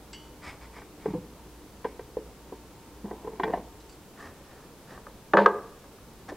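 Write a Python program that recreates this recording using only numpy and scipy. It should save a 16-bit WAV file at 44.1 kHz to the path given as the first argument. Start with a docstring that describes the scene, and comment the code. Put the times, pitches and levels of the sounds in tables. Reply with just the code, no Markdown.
"""Clamp and ruler on a wooden panel

A pipe clamp is set across a glued panel on a workbench: steel tings, its jaw rubs along the pipe, iron knocks
on wood, the screw strains and seems to squeak. Then a ruler slides over the panel and clacks down on it.
Blows are sums of decaying modes with a short noise crack, and so are the tings and squeaky chirps;
friction is coloured noise shaped by hand speed.
A small reverberant room answers, over steady air noise, hiss and a faint hum."""
import sys
import numpy as np
from scipy import signal
from scipy.fft import rfft, irfft
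from scipy.io import wavfile

SR = 44100
rng = np.random.default_rng(int(sys.argv[2]) if len(sys.argv) > 2 else 0)


def to_wav(sig):
    """Store sig (one row per channel, or 1-D mono) as 16-bit WAV at the path in sys.argv[1].

    Samples outside -1..1 are clipped; the rate is SR.
    """
    pcm = np.clip(np.atleast_2d(sig), -1, 1) * 32767
    pcm = np.round(pcm).astype(np.int16)
    wavfile.write(sys.argv[1], SR, pcm.T)  # frames by channels


N = 280476
TIME = np.arange(N) / SR  # seconds


def amp(db):
    """Decibel law: 20 dB is a tenfold amplitude."""
    return 10 ** (np.asarray(db) / 20)


def evened(x):
    """Power normalisation: scales x to rms 1."""
    return x / np.sqrt(np.mean(x ** 2) + 1e-20)


def read(points, hz):
    """Logarithmic frequency scale: interpolates a table along it."""
    table_hz, value = np.transpose(points)
    return np.interp(np.log(hz + 1), np.log(table_hz), value)


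def level(rows):
    """Gain envelope: straight lines in decibels against time."""
    return amp(np.interp(TIME, *np.transpose(rows)))


def coloured(x, spectrum):
    """Linear filtering: weights the spectrum of x by a table, at rms 1."""
    gain = amp(read(spectrum, np.fft.rfftfreq(len(x), 1 / SR)))
    return evened(irfft(rfft(x) * gain, len(x)))


def add(mix, start_s, sound):
    """Superposition: mixes a sound in at its start time."""
    part = mix[round(start_s * SR):][:len(sound)]
    part += sound[:len(part)]


def thump(pitch_hz, t60_s, rise_s):
    """Bending vibration: one decaying panel mode of peak 1, swelling as it is pushed."""
    t = TIME[:SR // 3]
    swell = 1 - np.exp(-t / rise_s)
    swing = swell * amp(-60 * t / t60_s) * np.sin(2 * np.pi * pitch_hz * t)
    return swing / abs(swing).max()


def strike(modes, body, hardness_hz, crack_db, crack_t60_s, rise_s, low_hz):
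    """Modal impact: ringing modes plus a crack of countless weak ones; soft contact dulls both."""
    t = TIME[:SR // 2]
    ring = sum(amp(db - 60 * t / t60) * np.sin(2 * np.pi * hz * t) for hz, db, t60 in modes)
    crack = amp(crack_db - 60 * t / crack_t60_s) * coloured(rng.standard_normal(len(t)), body)
    blow = (1 - np.exp(-t / rise_s)) * (ring + crack)  # the contact force takes a moment to build
    blow = signal.lfilter(*signal.butter(2, min(hardness_hz, SR / 3), fs=SR), blow)
    blow = signal.lfilter(*signal.butter(2, low_hz, "high", fs=SR), blow)  # small objects radiate little bass
    early_power = np.mean(blow[t < .008] ** 2)
    return blow / np.sqrt(2 * early_power)  # the first 8 ms are as strong as a sine of height 1


# Knocks of the clamp on the panel: start_s [s], thump_peak_db [dB], thump_pitch_hz [Hz],
# thump_t60_s [s], clank_level_db [dB, as the height of an equally strong sine over 8 ms]
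KNOCKS = [(1.0574, -23, 431, 0.052, -26.5), (1.0757, -35.5, 288, .04, -34.5),
          (1.1364, -27.5, 302, .055, -33.5), (1.1430, -29.5, 161, 0.14, -43), (1.1470, -29, 497, .11, -39),
          (1.8498, -21, 450, 0.035, -28), (1.9950, -36.5, 493, 0.033, -44),
          (2.1695, -20.5, 473, 0.022, -37), (2.1859, -32, 445, .03, -45), (2.5230, -30, 440, .03, -38),
          (3.0420, -28.5, 217, 0.09, -44), (3.0460, -33.5, 396, 0.056, -53), (3.0555, -37, 395, .05, -34),
          (3.1102, -33.5, 470, .06, -31.5), (3.1290, -35.5, 396, .06, -35), (3.2460, -34, 420, .07, -36),
          (3.2727, -29, 457, 0.092, -35.5), (3.3320, -37, 425, .07, -42), (3.3986, -28, 382, .06, -27.5),
          (3.4356, -26.5, 442, 0.17, -23), (3.4770, -26.5, 470, .032, -29.5),
          (3.4990, -30, 465, 0.054, -32.5), (3.5360, -20, 706, .045, -25.5), (3.5720, -32.5, 490, .03, -36),
          (6.3194, -34.5, 575, 0.019, -37.5)]
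# The jaw catching on the pipe, iron on iron: start_s [s], clank_level_db [dB, as above]
CATCHES = [(0.7643, -43.5), (.7830, -43), (.8170, -42.5), (1.8440, -31.5), (1.9927, -37), (3.3960, -27),
           (3.4330, -23.5), (3.5350, -33)]
# Modes of the iron clamp: pitch_hz [Hz], relative_level_db [dB], t60_s [s]
CLAMP_MODES = [(403, -3, 0.04), (500, -19, 0.14), (731, 6.5, 0.034), (855, 5.5, 0.047), (993, 6.5, 0.047),
               (1562, 0.5, 0.055), (1850, -9, 0.049), (1877, 6.5, 0.018), (2090, -10, 0.046),
               (2350, -9, 0.11), (2893, -3.5, 0.034), (3340, -5, 0.044), (4800, -23, .03)]
# Dense upper modes of the clamp: frequency_hz [Hz], relative_density_db [dB per Hz]
CLAMP_BODY = [(80, -31), (170, -7.5), (420, 7.5), (600, -9), (1000, 4.5), (1300, -16), (1600, -5.5),
              (2000, -4), (2400, -27), (3400, -13.5), (5000, -18.5), (12000, -40)]
# Contact hardness of a knock whose clank is at KNOCK_DB, and the extra dB that double it
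KNOCK_HARDNESS_HZ, KNOCK_DB, DOUBLING_DB = 930, -29.5, 10.5
CATCH_HARDNESS_HZ = 2400


def clamp():
    """Modal impact: a knock thumps the panel and clanks the iron, brighter when harder; a catch only clanks."""
    out = np.zeros(N)
    clanks = [(start_s, db, CATCH_HARDNESS_HZ) for start_s, db in CATCHES]
    for start_s, thump_db, pitch_hz, t60_s, clank_db in KNOCKS:
        add(out, start_s, amp(thump_db) * thump(pitch_hz, t60_s, rise_s=0.003))
        hardness_hz = KNOCK_HARDNESS_HZ * 2 ** ((clank_db - KNOCK_DB) / DOUBLING_DB)
        clanks.append((start_s, clank_db, hardness_hz))
    for start_s, db, hardness_hz in clanks:
        clank = strike(CLAMP_MODES, CLAMP_BODY, hardness_hz,
                       crack_db=9.5, crack_t60_s=0.057, rise_s=0.0013, low_hz=141)
        add(out, start_s, amp(db) * clank)
    return out


# Taps of the ruler on the panel: start_s [s], clack_level_db [dB, as the clanks],
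# clack_hardness_hz [Hz], boom_level_db [dB, as the clanks]
TAPS = [(4.9755, -43.5, 1700, -49), (5.0670, -39, 1400, -43), (5.3349, -14, 2100, -21),
        (5.3376, -23, 1320, -12), (5.3705, -11.5, 2700, -44), (5.3735, -23, 1910, -14),
        (5.3790, -19, 1970, -27), (5.3876, -16, 1700, -18.5), (5.4596, -6.5, 1950, -22),
        (5.4621, -20.5, 2070, -16.5), (5.8410, -53.5, 1150, -50), (5.984, -53, 1910, -70)]
# Modes of the ruler, then of the panel: pitch_hz [Hz], relative_level_db [dB], t60_s [s]
RULER_MODES = [(877, -19, 0.023), (1064, -13.5, 0.044), (1160, -6, 0.041), (1217, 2.5, 0.028),
               (1526, -2.5, 0.028), (1597, -2, 0.029), (1737, -8, 0.037), (1910, -17, .03),
               (2570, -16, 0.032), (2930, -19.5, 0.035), (3410, -13.5, .018), (4210, -11, 0.016),
               (5790, -21, .012), (7760, -19, .009)]
PANEL_MODES = [(202, -7.5, .16), (343, -10, 0.11), (419, -2.5, 0.135), (454, -1, 0.2), (566, -2.5, 0.15),
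               (590, -4.5, .13), (702, -8, .14), (869, -4.5, 0.19), (933, -4.5, 0.16)]
# Dense upper modes of the ruler, then of the panel: frequency_hz [Hz], relative_density_db [dB per Hz]
RULER_BODY = [(100, -35), (300, -2), (900, 5), (1200, 5), (1410, -9), (1560, 4), (1740, 5), (1840, -8),
              (2020, -7), (2200, -16), (2950, -15.5), (4500, -17), (8000, -15.5), (14000, -31)]
PANEL_BODY = [(60, -32), (130, -17), (200, -10.5), (270, -13), (420, -0.5), (580, 3), (660, -15),
              (920, -2.5), (1200, -3.5), (1410, -30), (1560, -3), (1750, -9.5), (2150, -23), (8000, -35)]


def ruler():
    """Coupled impact: the edge lands, one end just after the other, and sets the panel booming."""
    out = np.zeros(N)
    for start_s, clack_db, hardness_hz, boom_db in TAPS:
        clack = strike(RULER_MODES, RULER_BODY, hardness_hz,
                       crack_db=0, crack_t60_s=0.02, rise_s=0.00089, low_hz=390)
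        boom = strike(PANEL_MODES, PANEL_BODY, hardness_hz=1410,
                      crack_db=2.5, crack_t60_s=0.091, rise_s=0.0012, low_hz=164)
        add(out, start_s, amp(clack_db) * clack)
        add(out, start_s, amp(boom_db) * boom)
    return out


def pushes(strokes, lean, steep):
    """Kinematics of the hand: one arch of speed a stroke, early if lean < 1, narrower if steep is high."""
    speed = np.zeros(N)
    for start_s, length_s, db in strokes:
        done = np.arange(0, length_s, 1 / SR) / length_s
        add(speed, start_s, amp(db) * abs(np.sin(np.pi * done ** lean)) ** steep)
    return speed


def slide(speed, colour, slips_per_s, spread_db, smooth):
    """Stick-slip friction: tiny uneven slips over a smooth rub, coloured by what slides, louder with speed."""
    slip_size = amp(spread_db * np.minimum(rng.exponential(1, N), 4))
    slips = (rng.random(N) < slips_per_s / SR) * slip_size * rng.choice([-1, 1], N)
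    drive = evened(slips) + smooth * rng.standard_normal(N)
    return speed * coloured(drive, colour)


# Strokes of the jaw along the pipe: start_s [s], length_s [s], level_db [dB rms at the top of the arch]
JAW_SLIDE = [(.41, .16, -42.5), (.595, .1, -51.5), (.715, 0.14, -52), (.97, 0.25, -55.5), (1.81, 0.16, -58)]
# Their colour: frequency_hz [Hz], relative_density_db [dB per Hz]
JAW_RUB = [(150, 0), (450, -6.5), (700, -1), (1150, 5), (1600, -1.5), (2250, 6.5), (2700, -7.5), (3200, -8),
           (4300, -12), (5100, -6.5), (6000, -17), (9000, -16), (13000, -45)]


def jaw_slide():
    """Sliding friction: the jaw rubs along the pipe."""
    speed = pushes(JAW_SLIDE, lean=0.73, steep=1.8)
    return slide(speed, JAW_RUB, slips_per_s=1300, spread_db=1.5, smooth=1.0)


# Strokes of the ruler over the panel: start_s [s], length_s [s], level_db [dB rms at the top of the arch]
RULER_SLIDE = [(4.16, .18, -45.5), (4.43, .32, -56), (4.87, 0.13, -48), (6.278, 0.042, -39)]
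# Their colour: frequency_hz [Hz], relative_density_db [dB per Hz]
RULER_RUB = [(150, 1), (450, 1.5), (750, 0.5), (950, 0), (1150, 2.5), (1400, -1), (1600, -2), (1750, 3),
             (1880, 2), (2050, -9.5), (3500, -16), (5500, -17.5), (9000, -27), (14000, -44)]


def ruler_slide():
    """Sliding friction: the ruler rubs over the wood."""
    speed = pushes(RULER_SLIDE, lean=0.72, steep=1.5)
    return slide(speed, RULER_RUB, slips_per_s=1600, spread_db=3.0, smooth=1.0)


# The ruler buzzing between its bounces: start_s [s], length_s [s], level_db [dB rms at the top of the arch]
RULER_BUZZ = [(5.366, .135, -39.5)]
# Its colour: frequency_hz [Hz], relative_density_db [dB per Hz]
BUZZ_RUB = [(500, -24), (1800, 8.5), (2700, -0.5), (3500, -2), (4700, -4.5), (5500, -20), (8000, -24),
            (12000, -43)]


def ruler_buzz():
    """Chatter at a contact: a buzz that swells fast and fades slowly."""
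    speed = pushes(RULER_BUZZ, lean=0.31, steep=1.1)
    return slide(speed, BUZZ_RUB, slips_per_s=740, spread_db=-1, smooth=.7)


# Turns of the screw in its thread: start_s [s], length_s [s], level_db [dB rms at the top of the arch]
SCREW_TURN = [(3.02, 0.22, -50.5), (3.22, 0.23, -50.5), (3.42, 0.2, -38)]
# Their colour: frequency_hz [Hz], relative_density_db [dB per Hz]
SCREW_RUB = [(80, -23), (200, 4), (450, 1.5), (620, 1), (1000, 2), (1300, -19), (1600, -18), (2000, -14),
             (2500, -22), (3400, -29), (8000, -45)]


def screw_turn():
    """Loaded friction: the thread grates in coarse slips."""
    speed = pushes(SCREW_TURN, lean=0.76, steep=0.55)
    return slide(speed, SCREW_RUB, slips_per_s=300, spread_db=0, smooth=0.3)


# The panel shifting on the bench under the clamp: start_s [s], length_s [s],
# level_db [dB rms at the top of the arch]
PANEL_SHIFT = [(1.055, 0.077, -37), (1.13, 0.072, -41)]
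# Its colour: frequency_hz [Hz], relative_density_db [dB per Hz]
PANEL_RUB = [(50, -10), (100, -5), (170, 6.5), (400, -11), (600, -24), (900, -6.5), (1400, -35),
             (6000, -57)]


def panel_shift():
    """Friction of a broad plate: the panel scrapes low and dull on the bench."""
    speed = pushes(PANEL_SHIFT, lean=0.7, steep=0.96)
    return slide(speed, PANEL_RUB, slips_per_s=200, spread_db=1.5, smooth=0.41)


# Steel tinging near the start, then brief high metallic chirps as of the screw squeaking:
# start_s [s], level_db [dB, as the clanks], hardness_hz [Hz], pitch_factor [ratio]
TINGS_AND_CHIRPS = [(.1300, -41, 7000, 1), (.1440, -48.5, 5000, 1), (3.8000, -56, 6000, 1.39),
                    (3.8930, -52.5, 9000, 1.58), (3.9230, -55, 9000, 1.58)]
# Modes of the steel at pitch factor 1: pitch_hz [Hz], relative_level_db [dB], t60_s [s]
STEEL_MODES = [(2116, -7, .4), (2320, -10, .4), (2810, -3, .35), (2939, -8, .6), (2993, -3, .5),
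               (3273, -10, .4), (3892, -14, .35), (4177, -14, .4), (4581, -6, .35), (4680, -6, .3),
               (5430, -8, .16), (5895, -9, .45), (7100, -5, .12), (7800, -6, .13)]
# Dense upper modes of the steel: frequency_hz [Hz], relative_density_db [dB per Hz]
STEEL_BODY = [(1500, -4), (2900, -4), (3700, -6), (4700, -2), (6500, -9), (7800, -1), (9500, -30)]


def tings_and_chirps():
    """Scaling of modes: steel tings ring high and long; the same modes, raised and shortened, give the chirps."""
    out = np.zeros(N)
    for start_s, db, hardness_hz, pitch in TINGS_AND_CHIRPS:
        modes = np.array(STEEL_MODES) * [pitch, 1, 1 / pitch ** 2]
        ting = strike(modes, STEEL_BODY, hardness_hz,
                      crack_db=7.5, crack_t60_s=0.072, rise_s=0.0013, low_hz=1500)
        add(out, start_s, amp(db) * ting)
    return out


def fidget(per_s, db, pitch_hz):
    """Random excitation: faint bumps of hands leaning on the work, up to 10 dB weaker, an octave either way."""
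    out = np.zeros(N)
    for when, size, place in rng.random((int(per_s * N / SR), 3)):
        bump = thump(pitch_hz * 2 ** (2 * place - 1), t60_s=0.025, rise_s=0.0022)
        add(out, when * TIME[-1], amp(db - 10 * size) * bump)
    return out


# Reverberation time of the room: frequency_hz [Hz], t60_s [s]
ROOM_T60 = [(150, 0.46), (500, 0.5), (1000, 0.51), (1700, 0.55), (3000, 0.3), (8000, 0.72)]
# Colour of the tail at its start: frequency_hz [Hz], relative_level_db [dB]
ROOM_COLOUR = [(100, 4.5), (350, 4.5), (480, 0), (900, -3.5), (1250, -9), (1750, -10.5), (2300, -5),
               (4000, -11), (9000, -11)]
# First reflections: delay_s [s], level_db [dB against the direct sound]
ECHOES = [(.0062, -29.5), (0.0096, -22.5), (0.016, -18.5)]


def room(x, wet_db, build_s=0.0035):
    """Reverberation: echoes off bench and floor, then a diffuse tail whose bands die at their own speed."""
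    sparse_clicks = rng.choice([-1., 1.], SR) * (rng.random(SR) < 1 / 10)
    hz, t, bands = signal.stft(sparse_clicks, SR, nperseg=256)
    bands = bands * amp(read(ROOM_COLOUR, hz)[:, None] - 60 * t / read(ROOM_T60, hz)[:, None])
    tail = signal.istft(bands, SR, nperseg=256)[1][:SR]
    tail = tail * (1 - np.exp(-(TIME[:SR] / build_s) ** 2))
    response = amp(wet_db) * tail / np.linalg.norm(tail)
    for delay_s, db in ECHOES:
        add(response, delay_s, amp(db) * signal.windows.hann(9) / 4)  # a soft pulse of sum 1
    return x + signal.fftconvolve(x, response)[:N]


# Spectrum of the shop air, then of the hiss: frequency_hz [Hz], relative_density_db [dB per Hz]
AIR = [(20, -14.5), (35, -9), (52, -2.5), (85, -8.5), (130, -7.5), (180, -8), (310, -9), (430, -9),
       (650, -17), (930, -16), (1300, -21), (1900, -26), (3000, -27.5), (15500, -35.5)]
HISS = [(20, 2.5), (250, -8.5), (1000, -12.5), (7500, -13), (15500, -16.5)]
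AIR_DB, HISS_DB = -50.5, -60.5  # dB rms
# Machinery drone: pitch_hz [Hz], width_hz [Hz, at half amplitude], level_db [dB rms before HUM_LEVEL]
HUM = [(56.5, 5.7, -65.5), (302.4, 2.9, -65.5), (912, 4.5, -69.5)]
MAINS_HZ, MAINS_DB = 58.6, -60  # Hz, dB rms before HUM_LEVEL
# Gain on drone and mains hum: time_s [s], gain_db [dB]
HUM_LEVEL = [(0, 3), (3.7, 5), (4.1, -4.5)]


def background():
    """Stationary noise: air, mains hum and a drone of wavering narrow bands, with hiss opposed in the channels."""
    hz = np.fft.rfftfreq(N, 1 / SR)
    hum = amp(MAINS_DB) * evened(np.sin(2 * np.pi * MAINS_HZ * TIME))
    for pitch_hz, width_hz, db in HUM:
        resonance = 1 / (1 + (2 * (hz - pitch_hz) / width_hz) ** 2)
        hum += amp(db) * evened(irfft(rfft(rng.standard_normal(N)) * resonance, N))
    air = amp(AIR_DB) * coloured(rng.standard_normal(N), AIR)
    hiss = amp(HISS_DB) * coloured(rng.standard_normal(N), HISS)
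    return air + level(HUM_LEVEL) * hum + np.array([hiss, -hiss])


def scene():
    """Superposition: all the work is central; each group of sources excites the room by its own amount."""
    heavy = clamp() + screw_turn() + panel_shift()
    small = jaw_slide() + ruler_slide() + ruler_buzz() + tings_and_chirps()
    small += fidget(per_s=13, db=-47.5, pitch_hz=348)
    work = room(heavy, wet_db=-19.5) + room(ruler(), wet_db=-13) + room(small, wet_db=-10.0)
    return work + background()


EDGE_HZ = 15850


def record(dry):
    """Saturation and band limit: the input rounds off the highest peaks, then a low-pass ends the treble."""
    rounded = dry / (1 + (dry / .9) ** 6) ** (1 / 6)
    low_pass = signal.firwin(511, EDGE_HZ, window=("kaiser", 9), fs=SR)
    return signal.oaconvolve(rounded, low_pass[None], "same", axes=1)


dry = scene()
out = record(dry)
to_wav(out)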